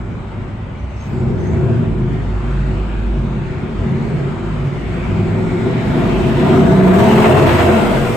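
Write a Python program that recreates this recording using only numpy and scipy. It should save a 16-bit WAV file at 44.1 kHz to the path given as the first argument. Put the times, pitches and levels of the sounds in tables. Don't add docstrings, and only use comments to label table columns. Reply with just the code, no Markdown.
import sys
import numpy as np
from scipy import signal
from scipy.fft import rfft, irfft, next_fast_len
from scipy.io import wavfile
from scipy.ndimage import uniform_filter1d, minimum_filter1d

SR = 44100
rng = np.random.default_rng(int(sys.argv[2]) if len(sys.argv) > 2 else 0)


def decibels_to_gain(level_db):
    exponent = np.asarray(level_db, float) / 20
    return 10 ** exponent


def bounce(signal):
    frames = np.transpose(np.atleast_2d(signal))
    limited = np.clip(frames, -1, 1)
    pcm = np.round(limited * 32767).astype(np.int16)
    wavfile.write(sys.argv[1], SR, pcm)


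N = 359856

# [f/Hz, level per Hz/dB]
DECK_COLOUR = [(120, -31), (200, 2.5), (451, -6.5), (591, -4.5), (727, -11), (1020, -9), (1210, -13),
               (1540, -19.5), (6240, -52), (9000, -51.5), (11700, -78.5), (19800, -120)]
# [f/Hz, level per Hz/dB]
FAR_HISS = [(2060, -38), (3500, 0.5), (6120, -8.5), (7060, -9), (8050, -9), (10600, -23.5), (11500, -21.5),
            (13300, -45), (15500, -42)]
NEAR_HISS = [(2060, -30.5), (3500, -4), (4540, -6.5), (6050, -10), (9290, -10), (13800, -17), (15500, -24)]
# [t/s, length/s, first f/Hz, last f/Hz, width/Hz, level/dB]
BELT_SQUEAKS = [(.76, .12, 6000, 6080, 70, -66.5), (.87, .14, 6080, 6300, 80, -65),
                (.97, .13, 6280, 6550, 130, -56.5), (.93, .18, 5400, 5680, 80, -63),
                (1.06, .24, 6800, 7300, 140, -68), (1.21, .12, 5500, 5600, 80, -69),
                (.93, .4, 7450, 7950, 200, -73), (1.37, .14, 6100, 6500, 80, -58),
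                (1.42, .16, 6350, 6650, 130, -61), (1.44, .19, 6200, 6350, 90, -64),
                (1.54, .22, 6600, 7100, 200, -71), (1.45, .2, 7500, 7600, 200, -70),
                (.96, .24, 13300, 13500, 1300, -74)]
# [t/s, length/s, first f/Hz, last f/Hz, width/Hz, level/dB]
TREAD_HUM = [(6.1, 1.4, 1200, 1400, 130, -47), (5.2, .8, 1400, 1380, 90, -41.5),
             (4.75, 0.42, 2100, 2380, 180, -42), (4.9, 0.41, 2520, 2380, 160, -46),
             (5.25, 0.8, 2310, 2100, 200, -42), (5.4, 0.54, 1800, 2500, 180, -46.5),
             (5.85, 0.98, 2400, 2950, 870, -36.5), (5.3, 1.8, 3880, 3500, 480, -48),
             (6.85, 1.2, 2850, 2450, 420, -33.5), (3.8, 1.8, 1950, 3600, 1400, -52),
             (1.9, 1.6, 2500, 2600, 500, -49), (6.9, 0.79, 1900, 1100, 1300, -31)]
# [t/s, length/s, lift/dB]
PILLAR_FLASHES = [
    (.9, 0.39, 2.5),
    (1.35, 0.17, 2),
    (3.68, 0.7, 1.5),
    (5.75, 0.92, 2),
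    (6.48, 0.11, -1),
    (6.806, 0.12, 3),
    (6.9, 0.15, 2),
    (7.097, .3, 2),
]
# [t/s, level/dB]
NEARNESS = [(0.0, -42), (0.86, -41.5), (1.64, -38), (2.07, -39.5), (2.57, -36), (3.52, -38), (5.29, -33.5),
            (6.34, -30), (6.59, -26.5), (6.85, -27), (7.05, -21), (7.25, -21), (7.54, -20), (8.14, -26),
            (8.16, -25.5)]
# [t/s, level/dB]
EFFORT = [(0, -37), (1.06, -44.5), (1.13, -28.5), (1.62, -20), (1.9, -24.5), (2.4, -31), (3.1, -33.5),
          (3.4, -30), (3.7, -32), (4.55, -28.5), (5.1, -25), (5.75, -24.5), (6.07, -15.5), (6.32, -15.5),
          (6.6, -14), (7.0, -12), (7.4, -13.5), (8.16, -17.5)]
# [t/s, length/s, exhaust lift/dB, thud lift/dB]
THROTTLE_DABS = [(0.435, 0.61, -2.5, 2), (1.125, 0.28, 2.5, 1), (1.195, 0.82, -0.9, 4),
                 (2.195, 0.32, -1.5, 3), (3.771, 0.14, 3, 4), (3.787, .6, 4, 1), (4.292, 0.85, -3, -0.5),
                 (5.294, .8, 2.4, -6), (6.328, 0.36, 2.5, -3), (6.796, 0.17, 3, 4.5),
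                 (7.195, 0.35, 4.5, -1.5), (7.898, 0.51, -2.5, -5), (6.603, 0.31, 2.5, -3.5),
                 (7.646, .35, -1, -2.5), (5.747, .25, 1, -1.5)]
# [t/s, engine cycles a second/Hz]
ENGINE_CYCLES = [(0.0, 16.5), (1.2, 16.3), (1.6, 16.1), (2.7, 17.05), (3.3, 16.95), (3.6, 16.3),
                 (4.2, 17.6), (4.7, 17.6), (5.6, 21.9), (6.1, 26.0), (6.3, 26.5), (6.55, 30.4),
                 (6.76, 31.3), (6.93, 37.2), (7.12, 42.4), (7.4, 45.6), (7.62, 43.2), (8.16, 44.3)]
# [t/s, roughness 0-1]
ROUGHNESS = [
    (0, .7),
    (1.1, .6),
    (1.6, .35),
    (2.4, .2),
    (3.4, .2),
    (3.8, .5),
    (4.2, .3),
    (5.5, .35),
    (7, .4),
    (8.16, .35),
]
CYLINDER_PULSES = [0.95, -0.068, 0.15, -0.32, 0.35, 0.29, -0.39, -0.071]
# [f/Hz, width/Hz, level/dB]
HALL_MODES = [(34.4, 16, -9.5), (53, 6, -3), (66.6, 18, -6), (86.4, 12, -4.5), (102.4, 19.6, -5)]
# [f/Hz, width/Hz, level/dB]
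PIPE_MODES = [(129.8, 14, -9.5), (155.8, 21.6, -6), (184.5, 41, -4.5), (216.2, 47, -1.5), (246, 38, -2.5),
              (302.5, 34, -7.5)]
# [f/Hz, width/Hz, level/dB]
TAILPIPE_MODES = [(334, 30, -9), (371.3, 50, -1), (418, 55, -6), (483.8, 60, -12)]
# [f/Hz, width/Hz, level/dB]
SNARL_MODES = [(556, 30, -10), (614, 45, 0.5), (682.7, 42.5, 4), (743, 55, -8.5), (883, 65, -8),
               (1098, 160, -13)]
# [t/s, length/s, level/dB]
BARK_DIPS = [
    (1.95, .5, -2),
    (5.7, 2.0, -5),
    (7.62, 0.67, -4.5),
]
# [t/s, length/s, lift/dB]
SNARL_OPENS = [
    (1.45, 0.51, 4.5),
    (6.9, .25, 0.5),
    (7.6, 0.49, 3.5),
]
# [f/Hz, level per Hz/dB]
ROAR_COLOUR = [(410, -5.5), (700, -2), (745, -2.5), (926, -0.5), (1070, -6), (1370, -3), (1730, -7.5),
               (2130, -7.5), (3120, -15.5), (3680, -21.5), (4500, -30.5), (5850, -59.5), (9900, -120)]
# [t/s, peak level/dB]
PASSING_CRACKS = [(6.589, -25.5), (6.786, -16), (6.91, -18), (6.999, -25.5), (7.054, -18.5),
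                  (7.174, -11.5), (7.239, -3), (7.331, -13.5), (7.365, -10), (7.489, -7.5), (7.589, -9),
                  (7.693, -14), (7.933, -14), (8.058, -23.5)]
# [t/s, length/s, f/Hz, level/dB]
STANDING_WAVES = [(1.42, 0.25, 77, -22), (1.45, 0.56, 160.4, -20.5), (1.35, 0.29, 208, -25),
                  (1.4, 0.55, 238.4, -31), (1.12, 0.12, 366, -32), (1.52, 0.19, 369, -33.5),
                  (1.45, 0.26, 403, -32), (1.8, 0.23, 372, -36), (2.03, 0.064, 366, -20),
                  (2.5, 1, 325, -35), (6.5, 0.28, 85, -21.5), (1.28, 0.31, 97.2, -19.5),
                  (1.45, .22, 104.4, -21.5), (6.24, .24, 140.8, -20.5), (6.05, 0.5, 53, -24.5),
                  (7.15, .2, 123, -20.5), (6.85, 0.42, 80, -25), (2.85, 0.27, 102, -26),
                  (2.85, 0.38, 203, -31.5), (3.15, 0.32, 217, -28), (3.78, 0.45, 225.5, -26),
                  (4.0, 0.22, 160, -21.5), (4.25, 0.29, 335, -27.5), (4.25, 0.38, 386, -32.5),
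                  (4.9, 0.5, 167.6, -25), (5.2, 0.17, 189.7, -25), (5.5, 0.22, 400, -36),
                  (5.8, 0.52, 349, -26.5), (5.92, 0.28, 185.4, -19), (5.95, 0.28, 209, -25),
                  (6.1, 0.29, 160.3, -25), (6.1, 0.46, 386, -25), (6.3, 0.24, 245, -22),
                  (6.45, .3, 264, -15.5), (6.3, 0.41, 373, -22), (6.53, 0.11, 382, -10.5),
                  (6.72, .36, 184.9, -9.5), (6.6, .26, 157, -16.5), (6.72, 0.27, 357, -25),
                  (6.88, .45, 403.6, -18), (6.98, 0.54, 423, -16.5), (7.2, 0.17, 353, -26),
                  (7.25, 0.6, 488, -22), (7.45, 0.34, 344, -17.5), (7.6, .32, 368.7, -20),
                  (7.6, 0.34, 666, -26.5), (7.78, 0.33, 44.7, -24)]
ORDER_LEVELS = [-58.5, -40, -47, -42.5, -40, -37, -35.5, -34.5, -37, -36.5, -35.5, -39.5, -37]
# [t/s, length/s, order, level/dB]
ORDER_BOOMS = [(0.744, 0.4, 4, -26.5), (1, 0.4, 8, -20), (1.135, 0.19, 6, -19), (1.245, 0.45, 10, -25.5),
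               (1.295, 0.74, 11, -35), (1.395, 0.5, 5, -27.5), (1.491, .4, 8, -17.5), (1.547, 0.32, 6, -31),
               (1.574, 0.29, 7, -18), (1.918, .3, 8, -18), (1.8, 1.73, 3, -22.5), (2.198, 1.1, 3, -25),
               (2.204, 0.15, 9, -27.5), (2.397, 0.41, 8, -22.5), (3.092, 0.43, 9, -25.5),
               (3.09, 0.54, 8, -23), (3.717, 0.16, 3, -19.5), (3.772, 0.25, 8, -17.5),
               (3.784, 0.29, 13, -22), (3.782, 0.25, 11, -26), (4.014, 0.34, 8, -20.5),
               (3.804, 0.94, 9, -31), (4.362, 0.35, 3, -23), (4.53, 0.25, 8, -20), (4.709, 0.49, 3, -26),
               (4.822, 0.72, 9, -26.5), (5.012, 0.55, 5, -20), (5.15, 0.49, 8, -23.5),
               (5.483, 0.49, 5, -23.5), (5.486, 0.37, 8, -23.5), (5.78, 0.19, 3, -25), (5.858, .36, 7, -18),
               (5.906, 0.68, 5, -21), (5.97, 0.4, 2, -44), (6.327, 0.15, 9, -19), (6.392, 0.23, 3, -25.5),
               (6.49, 0.38, 5, -13), (6.6, 0.26, 6, -14.5), (6.893, .14, 5, -13.5), (6.864, 0.37, 6, -22),
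               (6.89, 0.19, 3, -18.5), (7.076, .45, 3, -14.5), (7.006, .3, 5, -10.5),
               (7.226, 0.2, 5, -15.5), (6.999, 0.33, 4, -25), (7.195, 0.62, 2, -17.5),
               (7.617, 0.31, 5, -12), (7.892, 0.25, 5, -16), (7.853, 0.28, 3, -20.5)]
# [f/Hz, likeness 0-1]
PORT_LIKENESS = [(30, .999), (60, .995), (85, .99), (130, .76), (200, .72), (290, .87), (640, .45),
                 (1400, .25), (3500, .2), (4500, .05), (5600, .05), (6400, .2), (7100, .965), (8100, .97),
                 (8800, .7), (9700, 1), (11600, 1), (12100, .6), (12700, .96)]
# [f/Hz, lead/half turns]
PORT_LEAD = [(6800, 0), (8100, 0), (9000, .45), (9500, .65), (9800, 1), (11500, 1), (12650, 2), (15100, 2),
             (15300, 3)]
# [f/Hz, level/dB]
PORT_TILT = [(60, -0.8), (130, -1), (290, -1), (640, 1), (1410, 2.5), (3100, 0.8), (5500, -1.5), (7500, 0),
             (15000, 0)]


def read(points, hz):
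    f, value = np.transpose(points)
    return np.interp(np.log(hz + 1), np.log(f + 1), value)


def curves(rows):
    s, *columns = np.transpose(rows)
    return [np.interp(np.arange(N) / SR, s, column) for column in columns]


def evened(x):
    return x / np.sqrt(np.mean(x ** 2) + 1e-20)


def coloured(x, points):
    return irfft(rfft(x) * decibels_to_gain(read(points, np.fft.rfftfreq(N, 1 / SR))), N)


def coloured_air(points):
    return evened(coloured(rng.standard_normal((2, N)), points))


def drift(hz):
    step = np.arange(0, N + SR, SR / hz / 2)
    joined = np.interp(np.arange(N), step, rng.standard_normal(len(step)))
    return evened(uniform_filter1d(joined, int(SR / hz / 4)))


def swells(rows):
    out = np.zeros(N)
    for s, length, height in rows:
        part = out[round(s * SR):][:round(length * SR)]
        t = np.arange(len(part)) / SR
        edge_s = min(0.12, length / 2)
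        ramp = np.clip(np.minimum(t, length - t) / edge_s, 0, 1)
        part += height * np.sin(np.pi / 2 * ramp) ** 2
    return out


def resonate(x, hz, width):
    turn = np.exp(2j * np.pi * np.cumsum(hz * np.ones(len(x))) / SR)
    r = np.exp(-np.pi * width / SR)
    return 2 * (turn * signal.lfilter([1 - r], [1, -r], x / turn)).real


def hall(x, t60, dry_db, moves_hz):
    x = np.r_[x[SR // 2:0:-1], x]
    size = next_fast_len(len(x) + SR)
    tails = rng.standard_normal((2, 2, SR)) * decibels_to_gain(-60 * np.arange(SR) / SR / t60)
    tails /= np.linalg.norm(tails, axis=2, keepdims=True)
    tails[:, 0, 0] += decibels_to_gain(dry_db)
    turn = np.pi * moves_hz * np.arange(len(x)) / SR
    places = x * np.array([np.cos(turn), np.sin(turn)])
    spectra = rfft(places, size)[:, None] * rfft(tails, size)
    out = irfft(spectra.sum(0), size)[:, SR // 2:SR // 2 + N]
    return out / np.sqrt(uniform_filter1d((out ** 2).mean(0), SR // 2) + 1e-12)


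def patchy(x, patchy_db):
    z = signal.stft(x, nperseg=512)[2]
    patches = rng.standard_normal(z.shape[1:])
    patches = uniform_filter1d(uniform_filter1d(patches, size=4, axis=0), size=30, axis=1)
    lift = decibels_to_gain(patchy_db * np.clip(evened(patches), -2, 1.3))
    return signal.istft(z * lift, nperseg=512)[1][:, :N]


def ports(fields):
    size = next_fast_len(N + 8192)
    hz = np.fft.rfftfreq(size, 1 / SR)
    one, other = rfft(fields, size)
    same = np.clip(read(PORT_LIKENESS, hz), 0, 1)
    tilt = decibels_to_gain(read(PORT_TILT, hz) / 2)
    lead = np.exp(1j * np.pi * read(PORT_LEAD, hz))
    right = same * lead * one + np.sqrt(1 - same ** 2) * other
    return irfft(np.array([one * tilt, right / tilt]), size)[:, :N]


def deck_air():
    return decibels_to_gain(-35.5) * coloured_air(DECK_COLOUR)


def whistles(rows):
    out = np.zeros((2, N))
    chatter = decibels_to_gain(2.5 * drift(20.))
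    for s, length, first_hz, last_hz, width, db in rows:
        size = int(length * SR)
        hz = np.linspace(first_hz, last_hz, size)
        fade = signal.windows.tukey(size, .7)
        for side in out:
            tone = resonate(resonate(rng.standard_normal(size), hz, width), hz, width)
            side[int(s * SR):][:size] += decibels_to_gain(db) * evened(tone) * fade * chatter[N - size:]
    return out


def belt_squeaks():
    return whistles(BELT_SQUEAKS)


def tread_hum():
    return whistles(TREAD_HUM)


def hiss(db, surge):
    near = np.clip((db + 59) / 19., 0, 1) ** 2.4
    far_air, near_air = coloured_air(FAR_HISS), coloured_air(NEAR_HISS)
    blend = np.sqrt(1 - near) * far_air + np.sqrt(near) * near_air
    return decibels_to_gain(db + 2.5 + 0.57 * surge) * blend


def roar(pulses, db, surge):
    puffs = evened(signal.lfilter([1], [1, -.99], abs(pulses)))
    gas = rng.standard_normal(N) * (1 + .5 * puffs) + 0.31 * evened(pulses)
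    wash = coloured_air(ROAR_COLOUR)
    echoed = hall(coloured(gas, ROAR_COLOUR), t60=0.61, dry_db=-16.5, moves_hz=2.5)
    return decibels_to_gain(db - 3.5 + .25 * surge) * (echoed + wash)


def cracks():
    t60_s, rise_s, trim_db = .17, .003, -7
    out, t = np.zeros((2, N)), np.arange(SR // 5) / SR
    for s, db in PASSING_CRACKS:
        t = t[:N - round(s * SR)]
        shape = decibels_to_gain(db + trim_db - 60 * t / t60_s) * np.minimum(t / rise_s, 1)
        out[:, round(s * SR):][:, :len(t)] += shape * rng.standard_normal((2, len(t)))
    colour_power = np.mean(decibels_to_gain(2 * read(ROAR_COLOUR, np.fft.rfftfreq(4096, 1 / SR))))
    return coloured(out, ROAR_COLOUR) / np.sqrt(colour_power)


def rings():
    waver_db, waver_rad, second_field_db = 1.8, .45, -5
    out, t, waver = np.zeros((2, N)), np.arange(N) / SR, drift(7.)
    for k, (s, length, hz, db) in enumerate(STANDING_WAVES):
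        span = slice(round(s * SR), round((s + length) * SR))
        slow = np.roll(waver, 9001 * k)[span]
        sway = np.roll(waver, -13001 * k - 5000)[span]
        size = swells([(s, length, 1)])[span] * decibels_to_gain(db + waver_db * slow)
        phase = 2 * np.pi * hz * t[span] + waver_rad * sway + 7 * rng.random((2, 1))
        out[:, span] += size * np.cos(phase) * decibels_to_gain(np.array([[0], [second_field_db]]))
    return out


def booms(cycles_hz, effort_db):
    follow, wander_db = 0.39, 4
    turns = 2 * np.pi * np.cumsum(cycles_hz) / SR
    waver, wander = drift(7.3), drift(2.3)
    waver = np.r_[waver, waver[::-1]]
    wander = np.r_[wander, wander[::-1]]
    lines = np.zeros(N)
    for k, order_db in enumerate(ORDER_LEVELS, 1):
        size = decibels_to_gain(order_db + follow * (effort_db + 30) + wander_db * wander[27001 * k:][:N])
        size += swells([(s, length, decibels_to_gain(db)) for s, length, order, db in ORDER_BOOMS if round(order) == k])
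        size *= decibels_to_gain(1.0 + 0.91 * waver[9001 * k:][:N])
        sway = 0.25 * waver[N - 7001 * k:][:N]
        lines += size * np.cos(k * turns + sway + 7 * rng.random())
    late = int(0.043 * SR)
    return np.array([lines, 0.42 * np.r_[lines[late:0:-1], lines][:N]])


def firings(cycles_hz):
    count = np.floor(np.cumsum(8 * cycles_hz) / SR).astype(int)
    at = np.flatnonzero(np.diff(count)) + 1
    rough = curves(ROUGHNESS)[0][at]
    size_chance, time_chance = rng.standard_normal((2, len(at)))
    late = (rough * time_chance * 0.00081 * SR).astype(int)
    where = np.clip(at + late, 0, N - 1)
    out = np.zeros((2, N))
    out[0, where] = np.array(CYLINDER_PULSES)[count[at] % 8]
    out[1, where] = 1.35 * rough * size_chance
    return out


def pipes(drive, modes, band, db, t60, dry_db, moves_hz):
    hz = np.fft.rfftfreq(N, 1 / SR)
    ring = sum((-1) ** k * decibels_to_gain(g) / (1 + 2j * (hz - f) / w) for k, (f, w, g) in enumerate(modes))
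    rung = irfft(rfft(drive) * ring * decibels_to_gain(read(band, hz)), N)
    return decibels_to_gain(db) * hall(rung, t60, dry_db, moves_hz)


def hall_thud(drive, db):
    drive = evened(drive) + 0.97 * rng.standard_normal(N)
    band = [(18, -23.0), (30, -3.0), (110, 5.0), (160, -20.5)]
    return pipes(drive, HALL_MODES, band, db, t60=1.0, dry_db=-1.0, moves_hz=0.359)


def exhaust_rumble(drive, db):
    band = [(70, -33.0), (110, 8.0), (280, -4), (400, -32.5)]
    return pipes(drive, PIPE_MODES, band, db, t60=0.85, dry_db=-6.0, moves_hz=1.5)


def tailpipe_bark(drive, db):
    band = [(200, -21.5), (290, 4.5), (540, -1.0), (800, -12.5)]
    return pipes(drive, TAILPIPE_MODES, band, db, t60=1.39, dry_db=-13.0, moves_hz=2.5)


def load_snarl(drive, db):
    band = [(400, -17.0), (520, -6.0), (1150, -4.0), (1500, -22.0)]
    return pipes(drive, SNARL_MODES, band, db, t60=0.84, dry_db=-24.0, moves_hz=2.5)


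def scene():
    effort_db, near_db, cycles_hz = curves(EFFORT)[0], curves(NEARNESS)[0], curves(ENGINE_CYCLES)[0]
    effort_db += swells([row[:3] for row in THROTTLE_DABS])

    def level(offset_db, effort_share, near_share):
        return offset_db + effort_share * effort_db + near_share * near_db

    rumble_db = level(-9.5, 0.68, -0.12) - 3 * np.maximum(np.log2(cycles_hz / 44), 0)
    thud_db = level(-22, 0.25, -0.063) + swells([(s, length, db) for s, length, _, db in THROTTLE_DABS])
    bark_db = level(1, 0.96, 0.066) + swells(BARK_DIPS)
    snarl_db = level(7.94, 0.92, 0.67) + swells(SNARL_OPENS)
    flashes_db = swells(PILLAR_FLASHES)
    roar_db = level(2.86, 0.05, .95) + 0.46 * flashes_db
    abreast_db = 5 * np.clip((np.arange(N) / SR - 7.76) / 0.52, 0, 1)
    hiss_db = level(-16.5, 0.028, 1.03) + flashes_db + abreast_db

    beat, scatter = firings(cycles_hz)
    surge = drift(14.)
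    low_drive = .3 * beat + scatter
    tail_drive = .4 * beat + scatter
    rush = patchy(roar(beat + scatter, roar_db, surge) + hiss(hiss_db, surge), patchy_db=2.1)
    engine = hall_thud(low_drive, thud_db) + exhaust_rumble(low_drive, rumble_db)
    engine += tailpipe_bark(tail_drive, bark_db) + load_snarl(tail_drive, snarl_db)
    engine += booms(cycles_hz, effort_db)
    rubber = belt_squeaks() + tread_hum()
    return ports(deck_air() + rubber + rush + cracks() + rings() + engine)


def band_limit(x):
    return signal.sosfilt(signal.butter(12, 15610, fs=SR, output="sos"), x)


def record(dry):
    peak = -minimum_filter1d(-abs(dry).max(0), size=400)
    held = dry / uniform_filter1d(np.maximum(peak, 1), size=400)
    held = np.clip(held, -.99, .99)
    return band_limit(held)


dry = scene()
out = record(dry)
bounce(out)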